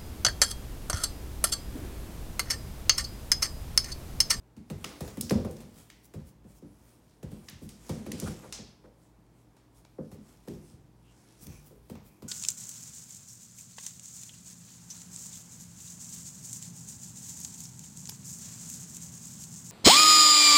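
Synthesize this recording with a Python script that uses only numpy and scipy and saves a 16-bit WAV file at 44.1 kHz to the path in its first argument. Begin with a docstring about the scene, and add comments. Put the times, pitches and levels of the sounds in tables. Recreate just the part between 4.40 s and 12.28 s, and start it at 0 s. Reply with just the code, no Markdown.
"""A puppy and a cat wrestle on a hard kitchen floor laid over wooden joists.
From the start paws and bodies thump the floor, hardest at 0.9 s; claws click and skid, fur rubs.
From 2.7 s the puppy snuffles now and then. A second bout peaks at 3.5-3.9 s, a lull follows,
and lighter scuffling runs from 5.6 s to the end.
Throughout, the bare kitchen rings after every contact, over a faint appliance hum."""
import sys
import numpy as np
from scipy import signal
from scipy.fft import rfft, irfft, next_fast_len
from scipy.io import wavfile
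from scipy.ndimage import uniform_filter1d, map_coordinates

SR = 44100
rng = np.random.default_rng(int(sys.argv[2]) if len(sys.argv) > 2 else 0)


def file_out(sig):
    """Save sig as 16-bit WAV at sys.argv[1]."""
    # one column per channel
    cols = np.atleast_2d(sig).T
    # limit, then scale
    lim = np.clip(cols, -1, 1)
    pcm = np.round(lim * 32767).astype(np.int16)
    wavfile.write(sys.argv[1], SR, pcm)


N = 347508
TIME = np.arange(N) / SR
TOP_HZ, HIT_SIZE = 16050, 32768
HIT_TIME, HIT_HZ = np.arange(HIT_SIZE) / SR, np.fft.rfftfreq(HIT_SIZE, 1 / SR)

# paws and bodies landing: (time [s], level [dB], knock [dB], floor spot resonance [Hz], nails [dB])
LANDINGS = [(0.167, -31.5, -27, 233, -48), (.301, -22, -11.5, 176, -30), (.443, -32, -10, 290, -38),
            (.607, -22.5, -6, 158, -28.5), (0.677, -43, 1, 150, -33), (0.772, -22.5, -17.5, 257, -32.5),
            (.825, -28.5, -15, 240, -75), (.908, -8, -9.5, 225, -20), (.985, -25.5, -3, 225, -70),
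            (1.048, -21, -2, 200, -36), (1.205, -39, -26, 150, -39.5), (1.739, -25.5, -11, 155, -40),
            (1.802, -39, -19, 141, -56), (2.044, -38, -12.5, 194, -59), (2.222, -33, -14.5, 288, -58),
            (2.829, -25, -11, 155, -40.5), (2.916, -29, -13.5, 202, -42.5), (3.119, -35.5, -35, 145, -67),
            (3.215, -28.5, -19, 228, -63), (3.494, -18.5, -10, 194, -26), (3.562, -28, -18, 223, -70),
            (3.664, -25, -12.5, 302, -34), (3.728, -23.5, -16, 265, -70), (3.82, -19, -9.5, 185, -70),
            (3.876, -23.5, -14, 194, -30.5), (4.043, -36.5, -1.5, 172, -45), (4.187, -33, -8, 214, -70),
            (4.441, -41, 1.5, 297, -60), (5.585, -23.5, -12.5, 525, -77), (5.717, -32.5, -11, 180, -43),
            (5.782, -36.5, -36, 217, -74), (6.076, -25, -14, 370, -44.5), (6.136, -33, -11, 205, -78),
            (6.326, -39.5, -15, 146, -70), (7.062, -29.5, -23, 154, -70), (7.308, -42, -4.5, 426, -63),
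            (7.498, -27.5, -11.5, 222, -39.5), (7.822, -29.5, -13.5, 238, -41.5)]


def thumps(ring_share=0.82, bend_s=0.01782, spot_db=7, direct_db=-4.5, room_db=-10):
    """Each landing bends the floor: the knock arrives first, the slow, deep boom after it."""
    # floor resonances: (frequency [Hz], width [Hz], level [dB])
    boards = [(48.4, 4.4, 1), (84, 40, -8), (108, 13, -15.5), (152.3, 14.8, 2), (205.4, 24.7, 3.5),
              (238.4, 15.3, -1), (291.6, 13.4, -1.5), (345.4, 20, -4), (406.4, 15.3, -3.5),
              (476.5, 47, -19.5), (522, 63, -11.5), (601, 3.1, -10), (778, 5.3, -3)]
    # padded blow: (frequency [Hz], level [dB])
    pad = [(25, -52), (45, 4.5), (90, 10.5), (200, 2), (500, 0), (750, -12), (1200, -18.5), (2000, -32),
           (5000, -71)]
    modes = sum(amp(db) / np.hypot(1, 2 * (HIT_HZ - hz) / width) ** 2 for hz, width, db in boards)
    resonance = (modes / modes.max() + 0.15) ** ring_share
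    delay_s = bend_s / (1 + (HIT_HZ / 230) ** 2)  # low bending waves travel slowest
    bending = np.exp(-2j * np.pi * np.cumsum(delay_s) * HIT_HZ[1])
    fade = np.clip((.6 - HIT_TIME) * 10, 0, 1)
    track = np.zeros(N)
    for s, db, knock_db, spot_hz, *_ in list(LANDINGS) + pats():
        boom_db = -1.5 - 11.5 * np.log2(spot_hz / 200)  # stiffer, higher spots boom less
        contact_db = along([(80, boom_db), (170, 0), (280, 0), (520, knock_db + 13.5)], HIT_HZ)
        favour_db = spot_db / (1 + ((HIT_HZ - spot_hz) / 35) ** 2)
        floor = causal(resonance * amp(along(pad, HIT_HZ) + contact_db + favour_db))
        scatter = burst(life_s=0.033) + amp(room_db) * room_tail()
        paths = evened(amp(direct_db) + rfft(scatter), width_hz=43)
        blow = fade * irfft(paths * bending * floor)
        add(track, s, amp(db) * 10 * blow / np.linalg.norm(blow))
    return track


def pats(per_s=2.6, over_effort_db=24.5, knock_db=-29, centre_hz=159):
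    """Light random steps, heavier with effort: rows like LANDINGS, without nails."""
    steps = []
    for when, soft, spot in rng.random((round(per_s * N / SR), 3)):
        s = when * N / SR
        db = effort_db(s) + over_effort_db - 6 * soft
        steps.append((s, db, knock_db, centre_hz * 2 ** (spot - .5)))
    return steps


def claws(catch_s=.003):
    """A nail bites, then catches again as it scrapes on; the hard walls answer brightly."""
    # claw click: (frequency [Hz], level [dB])
    nail = [(150, -37), (600, 0.5), (1500, -5.5), (3000, -2), (5500, 3), (8000, 0), (12000, -2.5),
            (16000, -5)]
    # wall return: (frequency [Hz], gain [dB])
    walls = [(1000, 2.5), (5500, 6.5), (8000, 6.5), (11000, -1.5), (16000, 3)]
    track = np.zeros(N)
    for s, db, low_db, body_db, edge_db, room_db, scrape_s in nail_contacts():
        bite = burst(scrape_s) * (1 - np.exp(-HIT_TIME / (0.2 * scrape_s)))
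        add(bite, catch_s * rng.uniform(.3, 1.3), .7 * burst(life_s=.0006))
        bite *= 1.66 / np.linalg.norm(bite)
        tilt = [(900, low_db + 25.5), (2000, body_db + 25.5), (5000, 0), (6500, 0),
                (10000, edge_db + 12.5)]
        # each nail and spot of floor has its own short resonances
        ring_db = 2.8 * map_coordinates(rng.standard_normal(100), [HIT_HZ / 260], mode="mirror")
        colour = amp(along(nail, HIT_HZ) + along(tilt, HIT_HZ) + ring_db)
        colour /= np.sqrt(np.mean(colour[HIT_HZ < TOP_HZ] ** 2))
        # the walls gather sound from all directions, evening out those resonances
        echo = rfft(room_tail()) * amp(room_db + along(walls, HIT_HZ) - .65 * ring_db)
        click = irfft((rfft(bite) + echo) * causal(colour))
        add(track, s, amp(db) * 2.94 * click)
    return track


def nail_contacts(click_s=.002, skid_s=.011, lead_s=.002, low_db=-8.5, body_db=-13, edge_db=-5.5):
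    """Single clicks, and skids just before each pad lands: rows like clicks, plus scrape decay [s]."""
    # single claws: (time [s], level [dB], low toe tap [dB], body [dB], edge [dB], room [dB])
    clicks = [(0.4429, -22.5, -16.5, -15.5, -12, -3.5), (0.8098, -16, -39, -37, -5.5, -4),
              (0.8954, -23.5, -29, -24, -17, -5), (1.11, -39.5, -48, -34, 0, 2.5),
              (1.167, -43.5, -15, -20, -14.5, 0), (1.5, -35, -26.5, -9, -13.5, -4),
              (3.085, -33, -21.5, -15, -18, 0), (3.096, -37, -30, -14, 11, -13),
              (3.29, -36, -48, -25, -5.5, 2), (3.7173, -22, -26, -18, -6, -5.5),
              (3.7992, -22.5, -28, -38, -9, -4), (4.043, -37.5, 7, -14, -24, -6),
              (4.1244, -26, -24.5, -26.5, -14.5, 3.5), (5.1663, -51.5, -11.5, -13, -7, 3.5),
              (5.449, -43.5, -10, -14, -18, -6), (6.083, -38.5, -21, -16, -7, -4.5),
              (7.0674, -36.5, -28, -23, -8, -9), (7.553, -39, -1.5, -10, -18, -1)]
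    contacts = [(*click, click_s) for click in clicks]
    for s, *_, db in LANDINGS:
        room_db = -11 - 0.29 * db  # faint nails are hidden ones, heard more through the room
        contacts.append((s - lead_s, db, low_db, body_db, edge_db, room_db, skid_s))
    return contacts


def rubbing(swell_db=2, quick_s=0.041, full_weight_db=-54.5, snags_per_s=45, room_db=-9):
    """Coats brush in grainy swells with the effort; quick sweeps are brighter, weight adds dull drag."""
    # tail or flank sweeps: (middle [s], half length [s], level [dB])
    swishes = [(0.67, 0.055, -55), (1.393, 0.047, -55.5), (1.652, .015, -54.5), (1.882, 0.028, -59.5),
               (2.114, 0.045, -65.5), (2.172, 0.024, -60), (2.485, 0.082, -65), (2.945, 0.065, -64),
               (3.24, 0.024, -54.5), (3.51, 0.09, -54), (3.86, 0.095, -48.5), (4.641, 0.062, -69.5),
               (4.996, .05, -71), (5.378, 0.033, -62.5), (5.736, 0.025, -60.5), (6.282, 0.093, -65.5),
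               (7.032, 0.024, -50.5), (7.1, 0.066, -64), (7.275, 0.026, -57), (7.673, 0.025, -59.5)]
    # brushing coats: (frequency [Hz], level [dB])
    fur = [(900, -50), (2200, -5), (4000, -5), (6500, -2.5), (9500, -2), (12500, -4), (16000, -6)]
    # light flicks: (frequency [Hz], level [dB])
    flick = [(2000, -20), (6000, -8.5), (10000, -6), (14000, -4.5), (16000, -2)]
    # dragged weight: (frequency [Hz], level [dB])
    drag = [(100, -74), (250, 14), (600, 4.5), (1200, 1.5), (2200, -3.5), (4500, -38), (9000, -43)]
    level_db = effort_db(TIME) + swell_db * wobble(10)
    quick_power, slow_power = np.zeros(N), np.zeros(N)
    for s, half_s, db in swishes:
        power = (amp(db) * np.exp(-np.minimum(((TIME - s) / half_s) ** 2, 20))) ** 2
        lightness = 1 / (1 + (half_s / quick_s) ** 4)
        quick_power += lightness * power
        slow_power += (1 - lightness) * power
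    brush_power = amp(level_db - 1) ** 2 + slow_power
    drag_db = level_db + 1 + 0.61 * (level_db - full_weight_db)
    drag_power = amp(drag_db) ** 2 + amp(-5) ** 2 * slow_power
    snagged = rng.random(N) < snags_per_s / SR  # nail tips and hairs catching
    snags = snagged * amp(3.5 * np.clip(rng.standard_normal(N), -2, 2))
    ticks = unit(signal.fftconvolve(snags, burst(life_s=0.00066))[:N])
    hairs = coloured(unit(grains(810)) + amp(-8.5) * ticks, fur)
    tips = coloured(grains(540), flick)
    pads = coloured(grains(250), drag)
    rub = patchy(hairs) * np.sqrt(brush_power) + tips * np.sqrt(quick_power) + pads * np.sqrt(drag_power)
    return rub + amp(room_db) * signal.fftconvolve(rub, room_tail())[:N]


def effort_db(s):
    """How hard the two wrestle at s seconds."""
    # effort as rubbing fur: (time [s], level [dB])
    effort = [(0.0, -133), (0.33, -64.5), (0.48, -55), (0.83, -58), (1.6, -69), (2.08, -89), (2.3, -69.5),
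              (2.85, -74), (2.98, -66), (3.73, -61.5), (4.08, -59), (4.32, -74), (4.65, -94), (5.66, -70.5),
              (6.14, -63.5), (6.39, -81), (6.8, -71), (7.13, -59.5), (7.27, -70), (7.88, -73)]
    return np.interp(s, *np.transpose(effort))


def patchy(x, depth_db=2, width_hz=1800, life_s=0.079):
    """A rub's colour shifts as other tufts of fur come into contact."""
    hz, t, z = signal.stft(x, SR, nperseg=256)
    knots = rng.standard_normal((64, 512))
    field = map_coordinates(knots, np.meshgrid(hz / width_hz, t / life_s, indexing="ij"), mode="mirror")
    return unit(signal.istft(z * amp(depth_db * field), SR, nperseg=256)[1][:N])


def shaded(x, corner_hz=11000):
    """Bodies and distance screen off the shortest waves."""
    # top treble as the animals move and turn: (time [s], gain [dB])
    shade = [(0, -5), (1.3, -3), (2.2, -4), (3.1, -4), (3.55, -11), (4.3, -11), (6.1, -5), (6.97, -13),
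             (7.04, 0.5), (7.88, 1)]
    treble = filtered(x, lambda hz: 1 - 1 / (1 + (hz / corner_hz) ** 12))
    return x + (amp(np.interp(TIME, *np.transpose(shade))) - 1) * treble


def snuffles():
    """Short swells of noise, each in one resonance."""
    # snuffles, squeaky scuffs, thin rustles: (time [s], length [s], pitch [Hz], width [Hz], level [dB])
    puffs = [(2.66, .12, 4200, 2400, -77), (3.858, .035, 1380, 300, -43.5), (4.04, .035, 1000, 600, -56),
             (4.44, .025, 1200, 1300, -63), (6.625, .13, 2900, 900, -71.5), (6.96, .28, 5900, 1400, -65),
             (7.03, .22, 2450, 400, -68), (7.62, .2, 2400, 400, -76)]
    track = np.zeros(N)
    for s, length_s, hz, width_hz, db in puffs:
        noise = rfft(rng.standard_normal(HIT_SIZE))
        hiss = unit(irfft(noise / (1 + ((HIT_HZ - hz) / width_hz * 2) ** 2)))
        swell = np.sin(np.pi * np.clip(HIT_TIME / length_s, 0, 1))
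        add(track, s, amp(db) * hiss * swell)
    return track


def room_tail(rise_s=0.00088):
    """A new diffuse answer of the kitchen, each frequency dying at its own speed; energy 1."""
    # reverberation: (frequency [Hz], T60 [s])
    kitchen = [(60, 0.81), (200, 0.86), (600, 0.61), (2000, 0.59), (5000, 0.55), (8000, 0.29),
               (14000, 0.27)]
    hz, t, z = signal.stft(rng.standard_normal(HIT_SIZE), SR, nperseg=256)
    decay = amp(-60 * t / along(kitchen, hz)[:, None])
    tail = signal.istft(z * decay, SR, nperseg=256)[1][:HIT_SIZE]
    tail *= 1 - np.exp(-HIT_TIME / rise_s)
    return tail / np.linalg.norm(tail)


def hum_and_air(air_db=-62):
    """An appliance hums, slightly unsteady, over the still air of the kitchen."""
    # appliance tones: (frequency [Hz], level [dB])
    tones = [(53.8, -69), (118.8, -66.5), (161.5, -74.5), (306.8, -74.5)]
    # quiet kitchen: (frequency [Hz], level [dB])
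    air = [(25, -17), (40, -5), (56, 8), (75, -20), (98, -5.5), (125, -10), (170, -4.5), (317, -8),
           (545, -15.5), (960, -17), (1200, -23), (2050, -28.5), (2400, -29.5), (2850, -32), (7100, -35.5),
           (15500, -40)]
    hum = np.zeros(N)
    for hz, db in tones:
        peak = amp(db + 1.5 * wobble(5)) * np.sqrt(2)
        hum += peak * np.sin(2 * np.pi * hz * TIME + .7 * wobble(7))
    return hum + amp(air_db) * coloured(rng.standard_normal(N), air)


def amp(db):
    """Decibels to gain."""
    return 10 ** (np.asarray(db) / 20)


def unit(x):
    """Scale to rms 1."""
    return x / np.sqrt(np.mean(x ** 2) + 1e-20)


def along(points, hz):
    """Read (frequency [Hz], value) points on a log axis."""
    f, v = np.transpose(points)
    return np.interp(np.log(hz + 1), np.log(f + 1), v)


def wobble(knots_per_s):
    """A smooth random curve."""
    return map_coordinates(rng.standard_normal(int(N * knots_per_s / SR) + 4), [TIME * knots_per_s])


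def grains(per_s, depth_db=2):
    """Noise with a fast flutter in level."""
    return rng.standard_normal(N) * amp(depth_db * wobble(per_s))


def burst(life_s):
    """A dying spray of tiny impacts; energy 1."""
    spray = rng.standard_normal(HIT_SIZE) * np.exp(-HIT_TIME / life_s)
    return spray / np.linalg.norm(spray)


def filtered(x, response):
    """Apply the gain response(hz) to x."""
    size = next_fast_len(N + SR // 2)
    return irfft(rfft(x, size) * response(np.fft.rfftfreq(size, 1 / SR)), size)[:N]


def coloured(x, spectrum):
    """x shaped by (frequency [Hz], level [dB]) points; rms 1."""
    return unit(filtered(x, lambda hz: amp(along(spectrum, hz))))


def causal(gain):
    """Minimum-phase response with this gain: it rings only after the blow."""
    cepstrum = irfft(np.log(np.maximum(gain, 1e-6)))
    cepstrum[1:HIT_SIZE // 2] *= 2
    cepstrum[HIT_SIZE // 2 + 1:] = 0
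    return np.exp(rfft(cepstrum))


def evened(spectrum, width_hz):
    """Level a spectrum's broad trend, keeping its fine peaks and dips."""
    power = uniform_filter1d(np.abs(spectrum) ** 2, max(int(width_hz / HIT_HZ[1]), 1))
    return spectrum / np.sqrt(np.abs(power) + 1e-12)


def add(track, s, sound):
    """Mix a sound into the track at s seconds."""
    start = max(round(s * SR), 0)
    part = track[start:start + len(sound)]
    part += sound[:len(part)]


def scene():
    """The tussle and the room, mono."""
    return (thumps() + shaded(claws() + rubbing()) + snuffles() + hum_and_air())[None]


def record(dry, low_hz=42):
    """The microphone sheds the deepest bass and keeps nothing above its band limit."""
    return filtered(dry[0], lambda hz: (1 - 1 / (1 + (hz / low_hz) ** 8)) * (hz < TOP_HZ))[None]


dry = scene()
out = record(dry)
file_out(out)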